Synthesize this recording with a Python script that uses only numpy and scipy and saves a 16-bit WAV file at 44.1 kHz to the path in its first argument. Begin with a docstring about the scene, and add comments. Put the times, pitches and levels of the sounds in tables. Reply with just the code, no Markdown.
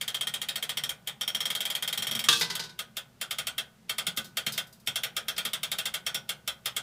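"""Coin-operated crane machine, close by.

A pawl snaps over a hand-cranked ratchet wheel, ringing louder with a small bounce while the boom
swings, softer and without the bounce while the claw is lowered. In between the boom drops with a
loud clank; claw and chain jangle. Gears rumble in the wooden case, over mains hum and room air."""
import sys
import numpy as np
from scipy import signal
from scipy.fft import rfft, irfft, next_fast_len
from scipy.io import wavfile

SR = 44100
rng = np.random.default_rng(int(sys.argv[2]) if len(sys.argv) > 2 else 0)


def dump(signal):
    """Clip the signal to [-1, 1] and save it as 16-bit WAV at the path in sys.argv[1]."""
    limited = np.clip(np.atleast_2d(signal).T, -1, 1)
    pcm = np.round(limited * 32767).astype(np.int16)
    wavfile.write(sys.argv[1], SR, pcm)


N = 300762
DROP_S = 2.286  # boom drop
AGE = np.arange(SR // 2) / SR  # t/s since a blow
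HZ = np.fft.rfftfreq(len(AGE), 1 / SR)

# pawl drops off a tooth, at the crank's uneven pace: t/s
SNAPS = [0.0112, 0.0782, 0.1442, 0.2093, 0.27, 0.338, 0.4154, 0.4862, 0.5566, 0.6252, 0.6924, 0.7708,
         0.8362, 0.892, 1.0729, 1.2104, 1.2771, 1.3474, 1.4042, 1.4542, 1.5019, 1.5499, 1.6044, 1.6525,
         1.7005, 1.7504, 1.8238, 1.876, 1.9268, 1.9749, 2.0221, 2.068, 2.1111, 2.15, 2.191, 2.2392, 2.552,
         2.79, 2.9677, 3.2122, 3.3082, 3.3844, 3.469, 3.58, 3.8939, 3.982, 4.0667, 4.172, 4.3697, 4.4644,
         4.5769, 4.8719, 4.957, 5.034, 5.1652, 5.2822, 5.3794, 5.4504, 5.5324, 5.6311, 5.7157, 5.7849,
         5.855, 5.9396, 6.0645, 6.1444, 6.291, 6.4758, 6.6571, 6.7643]
# snap strength, rising with wheel load: t/s, level/dB
SNAP_LEVEL = [(0, -37.5), (.85, -36.5), (1.25, -37), (1.85, -36), (2.8, -38), (3.55, -35.5), (4.4, -33.5),
              (5.6, -35), (6.8, -34.5)]
# extra gain of the pawl's ring: t/s, gain/dB
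RING_GAIN = [(0, -2.5), (.2, 2), (.42, -3.5), (.85, -0.8), (1.07, -3), (1.22, 1), (1.4, 1), (1.58, -1.5),
             (2.25, -2.4), (3.9, -0.2), (5.35, -0.9), (6.8, -2.5)]


def ratchet(works_db=2.5, swing_db=3.5, lowering_db=1, thump_db=-28, scrape_db=-18):
    """Each tooth drops the pawl on nearly the same spot, so the snaps resemble each other."""
    out = np.zeros(N)
    works_bank = np.array([works() for _ in range(8)])
    swing_bank, lowering_bank = pawl_banks()
    frame_bank = np.array([frame() for _ in range(6)])
    frame_band = along([(300, 1), (2300, 0.57), (4200, 0)], HZ)
    treble = along([(600, 0.24), (2200, 1)], HZ)
    for s in SNAPS:
        swinging = s < DROP_S
        db = np.interp(s, *np.transpose(SNAP_LEVEL)) + 0.16 * rng.standard_normal()
        ring_db = np.interp(s, *np.transpose(RING_GAIN)) + 0.67 * rng.standard_normal()
        frame_db = 0.1 * rng.standard_normal()
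        snap = recolour(vary(works_bank), frame_db * frame_band + 2.5 * ripple(198.4) * treble)
        if swinging:
            tone = rebound(vary(swing_bank, variety=0.47))
            tone = undb(swing_db) * blow(seat(tone, at_s=0.034, db=-11))
        else:
            tone = undb(lowering_db) * seat(vary(lowering_bank, variety=0.47), at_s=0.039, db=-6)
        hollow = undb(frame_db + (-15 if swinging else -12)) * vary(frame_bank)
        add(out, s - 0.0004, undb(db) * onset(undb(works_db) * snap + hollow, rise_s=0.0018))
        add(out, s, undb(db + ring_db) * onset(tone, rise_s=0.00066))
        add(out, s, undb(db + thump_db + 2 * rng.standard_normal()) * thump())
        climb = scrape()
        add(out, s - len(climb) / SR, undb(db + scrape_db) * climb)
    return out


# pawl and wheel: f/Hz, level/dB with boom swinging, level/dB with claw lowering
PAWL_MODES = [(662.0, -18.0, -16.0), (818.0, -12.0, -21.0), (953.0, -14.0, -17.0), (1254.0, -11.0, -6.5),
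              (1405.0, -17.0, -13.0), (1583.0, -33.0, -15.0), (1787.0, -13.0, -19.0), (1857.0, -4.0, -9.0),
              (1992.0, -16.0, -12.0), (2099.0, -12.0, -10.0), (2164.0, -15.0, -9.0), (2665.0, -15.0, -6.5),
              (2702.0, -21.0, -6.0), (3090.0, -2.0, -9.0), (3198.0, -0.0, 0.0), (3235.0, -1.0, -5.0),
              (3284.0, -4.0, -3.0), (3343.0, -3.0, -13.0), (3483.0, -7.0, -6.5), (3553.0, -6.0, -8.5),
              (3677.0, -8.0, -8.0), (5308.0, -16.0, -11.0), (5496.0, -13.0, -11.0), (5626.0, -16.0, -15.0),
              (8742.0, -15.0, -16.0), (9738.0, -18.0, -12.0), (9911.0, -17.0, -13.0),
              (14427.0, -17.0, -14.0), (14583.0, -15.0, -19.0)]


def pawl_banks():
    """Six rings for swinging, six for lowering; the first of each starts its modes more in step."""
    hz, swing_db, lowering_db = np.transpose(PAWL_MODES)
    swing = [pawl(hz, swing_db, t60_s=0.16, spread_cycles=1 if k else 0.45) for k in range(6)]
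    lowering = [pawl(hz, lowering_db, t60_s=0.17, spread_cycles=1 if k else 0.6) for k in range(6)]
    return np.array(swing), np.array(lowering)


def pawl(hz, db, t60_s, spread_cycles):
    """The strongest mode rings for t60_s; those below and above die sooner."""
    distance = abs(np.log(hz / hz[np.argmax(db)]))
    decay_s = t60_s * np.exp(-0.9 * np.sqrt(distance))
    return ring(np.transpose([hz, db, decay_s]), scatter_db=2.5, spread_cycles=spread_cycles)


def rebound(tone, lag_s=0.024, db=-9):
    """The pawl bounces off the tooth and lands again, softer."""
    lag = int(lag_s * (1 + 0.0394 * rng.standard_normal()) * SR)
    return tone + undb(db) * np.pad(tone, (lag, 0))[:len(tone)]


def seat(tone, at_s, db, ramp_s=0.0057):
    """The next tooth presses on the pawl and damps its ring."""
    return tone * undb(db * np.clip((AGE - at_s) / ramp_s + 0.5, 0, 1))


def scrape(length_s=0.014, squeak_hz=2800, hiss=0.042):
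    """The pawl rubs up a tooth's flank just before it drops."""
    rub = rng.standard_normal(len(AGE))[:int(length_s * SR)]
    squeak = resonate(rub, squeak_hz, q=4)
    return unit(squeak + hiss * rub) * np.linspace(0, 1, len(rub)) * undb(2 * rng.standard_normal())


# dense weak modes of the works: f/Hz, level/dB
WORKS_SPECTRUM = [(200, -27), (320, -8), (400, -7), (520, 2), (850, -3.5), (1060, -7), (1300, -3),
                  (2200, 2.5), (2800, 1.5), (3300, 10.5), (4100, 2.5), (6500, -1.5), (9800, 3),
                  (11500, -2.5), (15000, 0.5)]
# their decay: f/Hz, t60/s
WORKS_DECAY = [(250, 0.16), (1000, 0.26), (3500, 0.16), (7000, 0.13), (14000, 0.081)]


def works(split_hz=1100, low_rise_s=0.0098):
    """A snap shakes the works; the heavy parts carrying the low modes start late."""
    modes = crowd(WORKS_SPECTRUM, WORKS_DECAY, patchy_db=1)
    lows = irfft(rfft(modes) / (1 + (HZ / split_hz) ** 4), len(AGE))
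    return modes - lows + onset(lows, low_rise_s)


# hollow after-ring of the frame: f/Hz, level/dB, t60/s
FRAME_MODES = [(1191, 1, 0.09), (1248, 7.5, 0.078), (1333, -5.5, 0.21), (1434, -2.5, 0.13),
               (1489, -10, 0.72), (1490, -1.5, 0.04), (1583, -4.5, 0.15)]


def frame(peak_s=0.033, width_s=0.01):
    """The frame takes up the blow slowly through the axle, swells and hands most of it back."""
    swell = 0.22 + np.exp(-0.5 * ((AGE - peak_s) / width_s) ** 2)
    return blow(onset(ring(FRAME_MODES, scatter_db=1.5) * swell, rise_s=0.0091))


# spans where snaps ping the spring: start t/s, end t/s, level/dB
PING_SPANS = [(.74, .87, -43.5), (1.18, 1.48, -41.5), (1.95, 2.26, -45.5), (4.85, 5.33, -45),
              (6.0, 6.2, -41)]
# return spring: f/Hz, level/dB, t60/s
SPRING_MODES = [(5308, -3, 0.13), (5460, 0, .14), (5510, -1, 0.093), (5690, -2.5, 0.17), (5520, 0, 0.12),
                (5750, -4, 0.11)]


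def spring():
    """The pawl's thin return spring gives a bright, beating ping."""
    out = np.zeros(N)
    for start_s, end_s, db in PING_SPANS:
        for s in SNAPS:
            if start_s < s < end_s:
                add(out, s, undb(db) * onset(ring(SPRING_MODES), rise_s=0.0014))
    return out


def disperse(x):
    """Bending waves in steel are slower at low pitch: 1 kHz trails 9 kHz by about 2 ms."""
    size = next_fast_len(N + SR // 10)
    khz = np.fft.rfftfreq(size, 1 / SR) / 1000
    cycles = 3.05 * (2 * np.sqrt(khz) - khz / 3)
    return irfft(rfft(x, size) * np.exp(-2j * np.pi * cycles), size)[:N]


# boom hits its stop and rebounds: t/s, level/dB, contact/s
CLANKS = [(2.2854, -20, 0.0025), (2.288, -22.5, 0.0012), (2.3269, -26, 0.0023)]
# boom bars: f/Hz, level/dB, t60/s
BOOM_MODES = [(335.3, -23, .6), (468, -20.5, 0.46), (912, -16.5, .35), (1163, -7.5, .36), (1193, -7, 0.21),
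              (1570, 3, 0.11), (1650, -20, 0.33), (1868, -9.5, 0.2), (2600, -1.5, 0.4), (2690, -1.5, 0.26),
              (3130, -8, 0.17), (3307, 4, 0.21), (3636, 13, 0.06), (3784, -1, 0.16), (4006, -12, 0.32),
              (4290, -11, 0.27), (4930, -16, .28), (5530, -6.5, 0.39), (6420, -5.5, 0.15)]
# boom crash: f/Hz, level/dB
CRASH_SPECTRUM = [(200, -33.5), (700, -6), (1200, 3), (1600, 7), (2200, -1), (3500, 7.5), (4600, 2),
                  (6500, -1.5), (9000, -3.5), (13500, -12), (15000, -12.5)]
# its decay: f/Hz, t60/s
CRASH_DECAY = [(300, 0.38), (1500, 0.1), (4000, 0.48), (14000, 0.29)]


def boom(crash_db=-6, crack_db=-3, thud_db=-29):
    """The steel boom hits its stop: crack, ringing bars, crash and a thud in the case."""
    out = np.zeros(N)
    for s, db, contact_s in CLANKS:
        crack = undb(crack_db) * blow(crowd(CRASH_SPECTRUM, CRASH_DECAY) * fade(0.04))
        bars = ring(BOOM_MODES)
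        crash = undb(crash_db) * crowd(CRASH_SPECTRUM, CRASH_DECAY)
        thud = undb(thud_db) * thump(t60_s=0.064)
        add(out, s, undb(db) * onset(crack + bars + crash + thud, contact_s))
    return out


# claw shakes its chain: t/s, level/dB
JANGLES = [(2.409, -26), (2.416, -37), (2.4995, -33.5), (2.593, -35), (2.636, -42), (2.692, -50.5),
           (4.243, -51.5), (4.534, -43), (5.363, -42.5)]
# light, bright metal ticks, two of them just before a ratchet snap: t/s, level/dB
TICKS = [(2.374, -45), (2.395, -36), (2.41, -37), (4.163, -44.5), (4.243, -48), (4.521, -37.5),
         (4.668, -57.5), (4.726, -53.5), (4.798, -61), (4.862, -49)]
# claw: f/Hz, level/dB, t60/s
CLAW_MODES = [(161.6, -8, 0.59), (174, -8.5, 0.77), (345, -13, 0.192), (398.4, -5, 0.25), (469.5, -2, 0.21),
              (906, -2.5, 0.3), (996, -6, 0.65), (1490, -5.5, 0.48), (1550, -0.5, 0.42), (2000, -1.5, 0.24),
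              (3696, 7, 0.19), (3706, 2, 0.16), (4100, -3, 0.18), (4320, -10, 0.32), (4530, -20, 0.19),
              (4850, 7.5, 0.12), (5170, 1, 0.21)]
# chain links: f/Hz, level/dB
CHAIN_SPECTRUM = [(150, -20), (400, -10), (700, -3.5), (1500, -1.5), (2600, 0.5), (4100, 5.5), (5400, 2),
                  (7000, -4.5), (10000, -9.5), (15000, -17)]
# their decay: f/Hz, t60/s
CHAIN_DECAY = [(300, 0.28), (4000, 0.2), (14000, 0.13)]


def claw(hits, contact_s, tilt_db_per_octave, chain_db=-2, tines_db=-4):
    """Claw and chain modes ring together: a jangle, or a tick when short in attack and bright."""
    out = np.zeros(N)
    tilt_db = tilt_db_per_octave * np.log2(np.maximum(HZ, 500) / 4500)
    for s, db in hits:
        chain = undb(chain_db) * crowd(CHAIN_SPECTRUM, CHAIN_DECAY, patchy_db=0.5)
        tines = undb(tines_db) * ring(CLAW_MODES)
        add(out, s, undb(db) * blow(onset(recolour(chain + tines, tilt_db), contact_s)))
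    return out


# linkage knocks: t/s, level/dB
KNOCKS = [(1.3463, -56), (1.9773, -51), (2.07, -52), (2.111, -50.5), (2.15, -43), (4.0695, -46),
          (4.1723, -46), (4.4645, -44), (4.8707, -50), (5.4512, -52), (6.1445, -53)]


def linkage():
    """Slack in the levers closes with a dull knock on the case."""
    out = np.zeros(N)
    for s, db in KNOCKS:
        add(out, s, undb(db) * thump())
    return out


# wooden case: f/Hz, bandwidth/Hz, level/dB
CABINET_MODES = [(121.3, 8.1, -5), (151.2, 27, 4.5), (179.2, 25.6, 3), (213.8, 14.6, 2), (251, 120, -15),
                 (335, 61, -10)]


def cabinet(x):
    """Boomy case resonances; a second, broad filter steepens the skirts of each."""
    return sum(undb(db) * resonate(resonate(x, hz, q=2), hz, q=hz / width_hz)
               for hz, width_hz, db in CABINET_MODES)


def thump(t60_s=0.0816):
    """A noise burst decaying in t60_s drives the case: a short, dull blow."""
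    return blow(cabinet(rng.standard_normal(len(AGE)) * fade(t60_s)))


def rumble(gears_db=-57.5, ref_teeth_per_s=15.3, db_per_doubling=3.5, shudder_db=-51, shudder_t60_s=2):
    """Gears rumble in the case, louder as the crank speeds up; it shudders after the boom drops."""
    t = np.arange(N) / SR
    snaps = np.sort(SNAPS)
    teeth_per_s = np.interp(t, (snaps[1:] + snaps[:-1]) / 2, 1 / np.diff(snaps))
    gears = undb(gears_db + db_per_doubling * np.log2(teeth_per_s / ref_teeth_per_s))
    shudder = (t > DROP_S) * undb(shudder_db - 60 * abs(t - DROP_S) / shudder_t60_s)
    return unit(cabinet(rng.standard_normal(N))) * np.hypot(gears, shudder)


# room tail: f/Hz, level/dB
ROOM_SPECTRUM = [(150, 10), (1500, 4.5), (5000, -13), (15000, -7.5)]
# its decay: f/Hz, t60/s
ROOM_DECAY = [(200, 1), (2000, 0.38), (12000, 0.728)]


def room(x, wet_db=-21):
    """The carpeted room adds a short, soft tail."""
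    tail = onset(crowd(ROOM_SPECTRUM, ROOM_DECAY, patchy_db=0), rise_s=0.036)
    tail /= np.sqrt(np.sum(tail ** 2))
    return x + undb(wet_db) * signal.fftconvolve(x, tail)[:N]


# still room air: f/Hz, level/dB
AIR_SPECTRUM = [(20, -10), (50, -7.5), (72, 4.5), (88, -10), (120, -12.5), (220, 3), (310, -15.5),
                (600, -11.5), (1200, -14.5), (3000, -18), (8000, -23.5), (15000, -29)]


def air(level_db=-63):
    """Steady, mostly low room noise."""
    shape = undb(along(AIR_SPECTRUM, np.fft.rfftfreq(N, 1 / SR)))
    return undb(level_db) * unit(irfft(rfft(rng.standard_normal(N)) * shape, N))


# mains hum: f/Hz, rms level/dB
HUM_TONES = [(120, -67)]


def hum():
    """A faint, steady tone from the mains."""
    t = np.arange(N) / SR
    return sum(np.sqrt(2) * undb(db) * np.sin(2 * np.pi * hz * t) for hz, db in HUM_TONES)


def ring(modes, scatter_db=3, spread_cycles=1):
    """Decaying modes; each contact shares out the energy anew, a small spread starts them in step."""
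    hz, db, t60_s = np.transpose(modes)[:, :, None]
    gain = undb(db + scatter_db * rng.standard_normal(hz.shape))
    phase = spread_cycles * rng.random(hz.shape)
    return blow((gain * fade(t60_s) * np.sin(2 * np.pi * (hz * AGE + phase))).sum(0))


def crowd(spectrum, decay, patchy_db=2):
    """Countless overlapping modes: noise whose octaves die at their own rates."""
    bunching_db = patchy_db * ripple(170.95) * np.clip(HZ / 4000, 0, 1)
    bins = rfft(rng.standard_normal(len(AGE))) * undb(along(spectrum, HZ) + bunching_db)
    octave = np.log2(np.clip(HZ, 2 ** 7, 2 ** 14))
    out = np.zeros(len(AGE))
    for centre in range(7, 15):
        band = irfft(bins * np.maximum(1 - abs(octave - centre), 0), len(AGE))
        out += band * fade(along(decay, 2 ** centre))
    return blow(out)


def ripple(width_hz):
    """Modes bunch unevenly: random hills over frequency, spread near 1."""
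    heights = rng.standard_normal(1024)
    return 1.2 * np.interp(HZ / width_hz, np.arange(len(heights)), heights)


def vary(bank, variety=1):
    """A part's usual response, bank[0], plus a random blend of the rest."""
    count = len(bank) - 1
    others = unit(rng.standard_normal(count)) @ bank[1:] / np.sqrt(count)
    return blow(bank[0] + variety * others)


def recolour(x, db):
    """Weight a blow's spectrum and taper it to zero."""
    return irfft(rfft(x) * undb(db), len(AGE)) * (1 - AGE / AGE[-1])


def resonate(x, hz, q):
    """One band-pass resonance."""
    return signal.lfilter(*signal.iirpeak(hz, q, fs=SR), x)


def along(points, hz):
    """Interpolate (f/Hz, value) points over log frequency."""
    f, value = np.transpose(points)
    return np.interp(np.log(hz + 1), np.log(f), value)


def fade(t60_s):
    """Free decay, 60 dB in t60_s."""
    return undb(-60 * AGE / t60_s)


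def onset(x, rise_s):
    """Linear attack."""
    return x * np.minimum(AGE / rise_s, 1)


def blow(x):
    """Scale to rms 1 over the first 40 ms."""
    return x / np.sqrt(np.mean(x[:SR // 25] ** 2))


def unit(x):
    """Scale to rms 1."""
    return x / np.sqrt(np.mean(x ** 2))


def undb(db):
    """Decibels to gain."""
    return 10 ** (np.asarray(db) / 20)


def add(out, s, x):
    """Mix x in at time s."""
    i = max(int(s * SR), 0)
    out[i:i + len(x)] += x[:max(N - i, 0)]


def scene():
    """The machine in its room, mono."""
    machine = disperse(ratchet() + spring() + linkage()) + boom()
    machine += claw(JANGLES, contact_s=0.0036, tilt_db_per_octave=1)
    machine += claw(TICKS, contact_s=0.002, tilt_db_per_octave=12)
    return (room(machine) + rumble() + air() + hum())[None]


def record(dry, top_hz=15250):
    """Steep low-pass."""
    return signal.sosfilt(signal.ellip(8, 0.2, 70, top_hz, fs=SR, output="sos"), dry)


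dry = scene()
out = record(dry)
dump(out)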